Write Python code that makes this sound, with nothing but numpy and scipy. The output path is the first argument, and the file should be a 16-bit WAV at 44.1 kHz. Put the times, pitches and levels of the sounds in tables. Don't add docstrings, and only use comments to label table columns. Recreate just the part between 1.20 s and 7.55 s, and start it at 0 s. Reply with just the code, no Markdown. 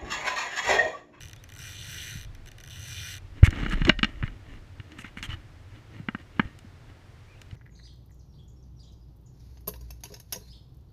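import sys
import numpy as np
from scipy import signal
from scipy.fft import rfft, irfft, next_fast_len
from scipy.io import wavfile
from scipy.ndimage import uniform_filter1d, minimum_filter1d

SR = 44100
rng = np.random.default_rng(int(sys.argv[2]) if len(sys.argv) > 2 else 0)


def output_pcm(signal):
    pcm = np.clip(np.atleast_2d(signal).T, -1, 1) * 32767
    wavfile.write(sys.argv[1], SR, np.round(pcm).astype(np.int16))


N = 280197
TIME = np.arange(N) / SR
CUTOFF_HZ = 15700


# time in seconds, teeth per second, pawl force in dB.
SPOOL_RUNS = [
    [(.006, 120, 2.5), (.07, 118, -2), (.1, 63, -2), (.135, 47, 1.5)],
    [(.321, 53, -3), (.38, 113, 3), (.42, 287, 1), (.5, 293, 0.5), (.56, 253, -1), (.68, 300, 2),
     (.78, 485, 0.5), (.9, 296, 3.5), (.98, 265, 0), (1.03, 129, 0.5), (1.056, 88, 2.5)],
    [(1.436, 79, 0), (1.49, 85, 1), (1.52, 232, -2.5), (1.63, 267, .5), (1.72, 432, 1.5), (1.83, 400, 0.5),
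     (1.92, 344, 4), (1.96, 190, 2.5), (1.992, 52.5, 3)],
]

def spool(run):
    times_s, speeds, forces_db = np.transpose(run)
    turning = (TIME >= times_s[0]) & (TIME < times_s[-1])
    return np.interp(TIME, times_s, speeds) * turning, np.interp(TIME, times_s, forces_db)


CREEP_TIMES_S = [.1616, .2384, .2898, .2996, 1.149, 1.2589, 1.271, 1.277, 1.285, 1.3154, 1.3824, 1.4012,
                 1.4088]

def ratchet(level_db, accent_db, uneven_db, jitter_teeth):
    clicks = np.zeros(N)
    for run in SPOOL_RUNS:
        teeth_per_s, pawl_db = spool(run)
        teeth = np.cumsum(teeth_per_s) / SR
        at = np.flatnonzero(np.diff(np.ceil(teeth), prepend=0))
        timing, strength = rng.standard_normal((400, 2))[:len(at)].T
        force_db = pawl_db[at] + accent_db * (np.arange(len(at)) % 3 == 0) + uneven_db * strength
        shift = (jitter_teeth * timing * SR / teeth_per_s[at]).astype(int)
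        clicks[np.abs(at + shift)] = from_db(force_db)
    for start_s in CREEP_TIMES_S:
        add(clicks, start_s, np.ones(1))
    return from_db(level_db) * clicks


def pawl_scrape(clicks, decay_s):
    pole = np.exp(-1 / (decay_s * SR))
    envelope = signal.lfilter([np.sqrt(1 - pole ** 2)], [1, -pole], clicks + 1e-18)
    return envelope * rng.standard_normal(N)


def along_rod(force, travel_1khz_s):
    size = next_fast_len(N + SR // 10, True)
    khz = np.fft.rfftfreq(size, 1 / SR) / 1000
    delay_s = travel_1khz_s * (np.maximum(khz, 1) ** -.5 - 1 / 4)
    phase = 2 * np.pi * np.cumsum(delay_s) * SR / size
    return irfft(rfft(force, size) * np.exp(-1j * phase), size)[:N]


# mode frequency in Hz, width in Hz, gain in dB.
REEL_AND_ROD_MODES = [(1460, 127, -1.5), (1946, 210, -1.5), (2414, 45, 2), (2896, 210, -1.5),
                      (3600, 100, -0.5), (3685, 215, -5), (4100, 590, -8), (5710, 330, -4.5),
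                      (6140, 157, 0), (7730, 340, -9.5), (8960, 200, -14.5), (9210, 69, -8.5),
                      (10120, 460, -18), (12630, 850, -13), (13650, 600, -30), (15100, 400, -21)]

def reel_body(clicks):
    force = clicks + 0.9 * pawl_scrape(clicks, decay_s=0.0015)
    force = butterworth(along_rod(force, travel_1khz_s=.0046), 5, 1300, "high")
    rod, steel = 0, from_db(-28) * force
    for k, mode in enumerate(REEL_AND_ROD_MODES):
        ring = (-1) ** k * resonate(force, [mode]) * from_db(1.4 * drift(14))
        if mode[0] < 5000:
            rod += ring
        else:
            steel += ring
    return rod, steel


# centre in seconds, half length in seconds, level in dB over the rod's ring.
RIM_GRAZES = [(0.576, 0.03, 9), (.803, 0.018, 6), (1.528, 0.024, 8.5), (1.789, 0.021, 5)]

def reel(clicks, steel_db, rim_hz, rim_width_hz, rim_damping):
    rod, steel = reel_body(clicks)
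    graze = swells(RIM_GRAZES)
    rim = graze * resonate(rod, [(rim_hz, rim_width_hz, 0)])
    return rim + (1 - rim_damping * graze / graze.max()) * rod + from_db(steel_db) * steel


# start in seconds, level in dB, contact hardness in Hz.
TACKLE_KNOCKS = [(2.232, -29, 2200), (2.273, -31, 2200), (2.306, -44, 9100), (2.327, -41, 1680),
                 (2.432, -38.5, 2420), (2.462, -32, 2050), (2.498, -49, 10000), (2.534, -57, 9000),
                 (2.617, -34, 2600), (2.65, -31, 5400), (2.6935, -13, 3840), (2.715, -43, 2950),
                 (2.7896, -32.5, 3950), (2.83, -19.5, 3460), (2.844, -25, 4550), (3.026, -36, 1960),
                 (3.035, -38.5, 2320), (3.077, -44, 2750), (3.599, -47, 3300), (3.719, -52, 6460),
                 (3.788, -43, 3000), (3.844, -42.5, 2400), (3.971, -41, 2190), (4.027, -36, 6500),
                 (4.8854, -30, 2000), (4.9475, -34.5, 1750), (5.1952, -20.5, 1920), (5.389, -55.5, 10020),
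                 (6.216, -50.5, 9000), (6.31, -54, 5000)]
# mode frequency in Hz, width in Hz, gain in dB.
HOUSING_MODES = [(636, 154, -14.5), (830, 130, -10), (1302, 120, -2), (1562, 98, 0), (1860, 190, 2),
                 (2312, 180, 0), (2879, 100, 2.5), (3566, 250, -5), (4158, 200, -6), (5400, 220, -10),
                 (6630, 550, -9)]
# frequency in Hz, level in dB.
SNAP_SPECTRUM = [(3000, -16), (4500, -9), (6200, 1), (9000, -2), (10500, -11), (12500, -10.5),
                 (15500, -24.5)]

def knocks(ticks, usual_hardness_hz, thud_hz, thud_s, chatter_s, snap_s):
    t = TIME[:SR // 10]
    out = np.zeros(N)
    rocking = unit_attack(np.sin(2 * np.pi * thud_hz * t) * t * np.exp(-t / thud_s))
    for start_s, level_db, hardness_hz in TACKLE_KNOCKS + ticks:
        hardness_oct = np.log2(hardness_hz / usual_hardness_hz)
        contact = 0.3 * rng.standard_normal(len(t)) * np.exp(-t / chatter_s)
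        contact[0] += 1
        ring = 0
        for k, (hz, width_hz, mode_db) in enumerate(HOUSING_MODES):
            tilt_db = 3 * min(hardness_oct, 1) * np.log2(hz / usual_hardness_hz)
            gain = (-1) ** k * from_db(mode_db + tilt_db + 0.16 * rng.normal())
            ring += gain * unit_attack(resonate(contact, [(hz, width_hz, 0)]))
        clack = from_db(1) * unit_attack(butterworth(ring, 3, min(hardness_hz, CUTOFF_HZ)))
        thud = from_db(1.5 - 5 * hardness_oct) * rocking
        burst = coloured(SNAP_SPECTRUM, len(t)) * np.exp(-t / snap_s)
        snap = from_db(-57 + 24 * hardness_oct) * unit_attack(burst)
        add(out, start_s, from_db(level_db) * (thud + clack + snap))
    return out


def rattles(drag, offset_db, spread_db, hardness_hz, count):
    when, strength, hardness = rng.random((count, 3)).T
    at = np.searchsorted(np.cumsum(drag) / drag.sum(), when)
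    level_db = 20 * np.log10(drag[at]) + offset_db + spread_db * (strength - .5)
    return list(zip(TIME[at], level_db, hardness_hz * 2 ** (hardness - .5)))


# mode frequency in Hz, level in dB, 60 dB decay time in seconds.
MOUNT_MODES = [(594, -33, .4), (755, -33, .22), (1534, -31, .15), (1850, -24, .4), (2363, -35, .22),
               (2930, -33, .22)]

def mount(blows, ring_db, tail_db, tail_t60_s):
    t = TIME[:SR // 2]
    ring = sum(from_db(db - 60 * t / t60_s) * np.sin(2 * np.pi * hz * t) for hz, db, t60_s in MOUNT_MODES)
    tail = rng.standard_normal(len(t)) * from_db(-60 * t / tail_t60_s)
    out = signal.fftconvolve(blows, from_db(tail_db) * tail / np.linalg.norm(tail))[:N]
    for start_s, level_db, _ in TACKLE_KNOCKS:
        add(out, start_s, from_db(level_db + ring_db) * ring)
    return out


# start in seconds, frequency in Hz, relative peak in dB.
HAND_THUMPS = [(.955, 141.9, -35.5), (2.2292, 88, 3.5), (2.280, 75, -12.5), (2.430, 149, -24.5),
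               (2.531, 177, -22.5), (2.615, 155, -18), (2.656, 87.5, -18), (2.681, 315, -15),
               (2.692, 620, -20), (3.034, 116, -19), (3.597, 104, -31), (4.09, 89, -26), (4.136, 90, -30.5),
               (4.798, 157, -31.5), (5.253, 69.5, -28.5), (5.445, 222, -41), (6.328, 105, -31.5)]

def thumps(swing_s, gain_db):
    out, t = np.zeros(N), TIME[:SR // 8]
    for start_s, hz, peak_db in HAND_THUMPS:
        swing = -np.sin(2 * np.pi * hz * t) * t * np.exp(-t / swing_s)
        add(out, start_s, from_db(peak_db + gain_db) * swing / np.abs(swing).max())
    return out


# start and end in seconds, relative rasp and hiss in dB, squeak in Hz.
SLEEVE_SCUFFS = [(2.242, 2.265, -34.5, -38, 2180), (2.51, 2.54, -41.5, -52, 1676),
                 (2.665, 2.666, -45.5, -60, 2180), (3.044, 3.071, -56.5, -86, 2080),
                 (3.785, 3.822, -56, -50.5, 2670), (3.842, 3.883, -54, -71, 2110),
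                 (3.969, 3.997, -55, -59, 2180), (4.031, 4.06, -48, -47, 3180),
                 (4.092, 4.143, -48.5, -83, 2926)]
# centre in seconds, half length in seconds, level in dB.
CLOTH_DRAGS = [(2.18, .022, -56.5), (2.40, 0.071, -41.5), (2.58, 0.071, -47), (2.68, .012, -33.5),
               (2.87, 0.034, -53), (3.04, 0.1, -57.5), (3.32, 0.045, -56), (3.76, .09, -59.5),
               (4.1, .09, -57.5), (4.56, 0.034, -58.5), (4.77, .04, -55.5), (5.005, 0.014, -54.5),
               (5.23, .06, -55), (5.7, 0.013, -58.5)]
# frequency in Hz, level in dB.
CREAK_SPECTRUM = [(100, -8.5), (180, -3), (310, 5), (400, -11), (620, -13.5), (950, -19.5), (1500, -56)]
FIBRE_SPECTRUM = [(2500, -13.5), (4000, -2), (7500, -1), (10000, -18), (15000, -34.5)]

def cloth(drag, edge_s, rasp_db, hiss_db, squeak_db, squeak_width_hz, creak_db, fibre_db):
    grain = unit_rms(from_db(3.5 * drift(500)))
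    slips = grain * rng.standard_normal(N)
    rasp_gain, hiss_gain, squeaks = drag.copy(), 0, 0
    for start_s, end_s, scuff_db, scuff_hiss_db, squeak_hz in SLEEVE_SCUFFS:
        attack = np.clip((TIME - start_s) / edge_s + .5, 0, 1)
        stroke = attack * np.exp(-np.clip((TIME - end_s) / edge_s, 0, 20))
        rasp_gain += stroke * from_db(scuff_db + rasp_db)
        hiss_gain += stroke * from_db(scuff_hiss_db + hiss_db)
        squeak = unit_rms(resonate(slips, [(squeak_hz, squeak_width_hz, 0)]))
        squeaks += stroke * from_db(scuff_db + squeak_db) * squeak
    damped_modes = [(hz, 2 * width_hz, db) for hz, width_hz, db in HOUSING_MODES]
    friction = resonate(grain * rng.standard_normal(N), damped_modes)
    rasp = rasp_gain * unit_rms(butterworth(friction, 2, 2600))
    creak = from_db(creak_db) * coloured(CREAK_SPECTRUM)
    fibres = from_db(fibre_db) * coloured(FIBRE_SPECTRUM)
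    hiss = hiss_gain * coloured(SNAP_SPECTRUM)
    return rasp + squeaks + grain * (hiss + drag * (creak + fibres))


# centre in seconds, half length in seconds, rumble in dB.
ROD_HEAVES = [(1.13, 0.11, -45), (2.55, 0.22, -30), (3.04, 0.042, -34.5), (3.35, 0.044, -44.5),
              (4.1, 0.055, -39)]
# frequency in Hz, level in dB.
RUMBLE_SPECTRUM = [(15, 18), (30, 27.5), (55, 23), (80, 0), (150, -65.5)]
HUM_SPECTRUM = [(45, -23), (70, 5), (92, 12.5), (125, 5), (170, -5), (300, -44.5)]

def rod_sway(drag, rumble_db, hum_db, taut_hum_db, drag_hum_db, settle_s):
    teeth_per_s = sum(spool(run)[0] for run in SPOOL_RUNS)
    tautness = uniform_filter1d(np.sqrt(teeth_per_s / teeth_per_s.max()), int(settle_s * SR))
    hum_gain = from_db(hum_db) + from_db(taut_hum_db) * tautness + from_db(drag_hum_db) * drag
    rumble_gain = from_db(rumble_db) + swells(ROD_HEAVES)
    return rumble_gain * coloured(RUMBLE_SPECTRUM) + hum_gain * coloured(HUM_SPECTRUM)


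# frequency in Hz, level in dB.
RIVER_SPECTRUM = [(200, -3), (300, -2.5), (450, -7.5), (700, -9.5), (1000, -12), (1800, -12), (2600, -16),
                  (5000, -22.5), (8000, -30.5), (12000, -39), (15500, -55)]

def river(level_db):
    return from_db(level_db) * coloured(RIVER_SPECTRUM)


# start and end in seconds, first and last pitch in Hz, level in dB.
BIRD_WHISTLES = [(.16, 0.22, 3260, 3930, -64), (1.055, 1.108, 3600, 3360, -68),
                 (6.063, 6.208, 2220, 2750, -64)]

def bird(waver):
    out = np.zeros(N)
    for start_s, end_s, first_hz, last_hz, level_db in BIRD_WHISTLES:
        progress = np.linspace(0, 1, int((end_s - start_s) * SR))
        glide_hz = first_hz + (last_hz - first_hz) * progress
        pitch_hz = glide_hz * (1 + waver * drift(108)[:len(progress)])
        envelope = from_db(level_db) * np.sqrt(2 * np.abs(np.sin(np.pi * progress)))
        add(out, start_s, envelope * np.sin(2 * np.pi * np.cumsum(pitch_hz) / SR))
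    return out


def from_db(db):
    return 10 ** (np.asarray(db) / 20)


def unit_rms(x):
    return x / np.sqrt(np.mean(x ** 2) + 1e-20)


def unit_attack(x):
    return x / np.sqrt(np.mean(x[:SR // 100] ** 2))


def add(out, start_s, sound):
    at = int(np.clip(round(start_s * SR), 0, N - 1))
    out[at:at + len(sound)] += sound[:N - at]


def swells(rows):
    return sum(from_db(db) * np.exp(-((TIME - at_s) / half_s) ** 2 / 2) for at_s, half_s, db in rows)


def drift(rate_hz):
    knots = rng.standard_normal(8192)
    return np.interp(TIME * rate_hz, np.arange(len(knots)), knots)


def coloured(spectrum, size=N):
    padded = next_fast_len(size, True)
    hz = np.fft.rfftfreq(padded, 1 / SR)
    knots_hz, knots_db = np.transpose(spectrum)
    gain = from_db(np.interp(np.log(hz + 1e-9), np.log(knots_hz), knots_db, left=-100))
    return unit_rms(irfft(gain * rfft(rng.standard_normal(padded)), padded)[:size])


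def butterworth(x, order, corner_hz, kind="low"):
    return signal.sosfilt(signal.butter(order, corner_hz, kind, fs=SR, output="sos"), x)


def resonate(x, modes):
    out = 0
    for k, (hz, width_hz, db) in enumerate(modes):
        radius = np.exp(-np.pi * width_hz / SR)
        feedback = [1, -2 * radius * np.cos(2 * np.pi * hz / SR), radius ** 2]
        ring = signal.lfilter([1, 0, -1], feedback, x + 1e-18)
        out += (-1) ** k * from_db(db) * (1 - radius ** 2) / 2 * ring
    return out


def scene():
    clicks = ratchet(level_db=-16, accent_db=3.5, uneven_db=1, jitter_teeth=.07)
    buzz = reel(clicks, steel_db=-0.5, rim_hz=3210, rim_width_hz=870, rim_damping=0.78)
    drag = swells(CLOTH_DRAGS)
    ticks = rattles(drag, offset_db=-4.5, spread_db=11.5, hardness_hz=3460, count=16)
    blows = knocks(ticks, usual_hardness_hz=2200, thud_hz=216, thud_s=.0023, chatter_s=.0026,
                   snap_s=.0022)
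    rubbing = cloth(drag, edge_s=.0056, rasp_db=4.5, hiss_db=-5, squeak_db=4, squeak_width_hz=85,
                    creak_db=4, fibre_db=-22)
    ringing = mount(blows, ring_db=-3, tail_db=-19, tail_t60_s=.12)
    handling = blows + rubbing + ringing + thumps(swing_s=.0035, gain_db=1)
    rod = rod_sway(drag, rumble_db=-57, hum_db=-50.5, taut_hum_db=-48.5, drag_hum_db=-3, settle_s=.15)
    outdoors = river(level_db=-58.5) + bird(waver=.048)
    return (buzz + handling + rod + outdoors)[None]


def record(dry):
    gain = 1 / np.maximum(np.abs(dry), 1)
    gain = uniform_filter1d(minimum_filter1d(gain, size=45), size=45)
    return signal.sosfilt(signal.cheby2(14, 60, CUTOFF_HZ + 400, fs=SR, output="sos"), dry * gain)


dry = scene()
out = record(dry)
output_pcm(out)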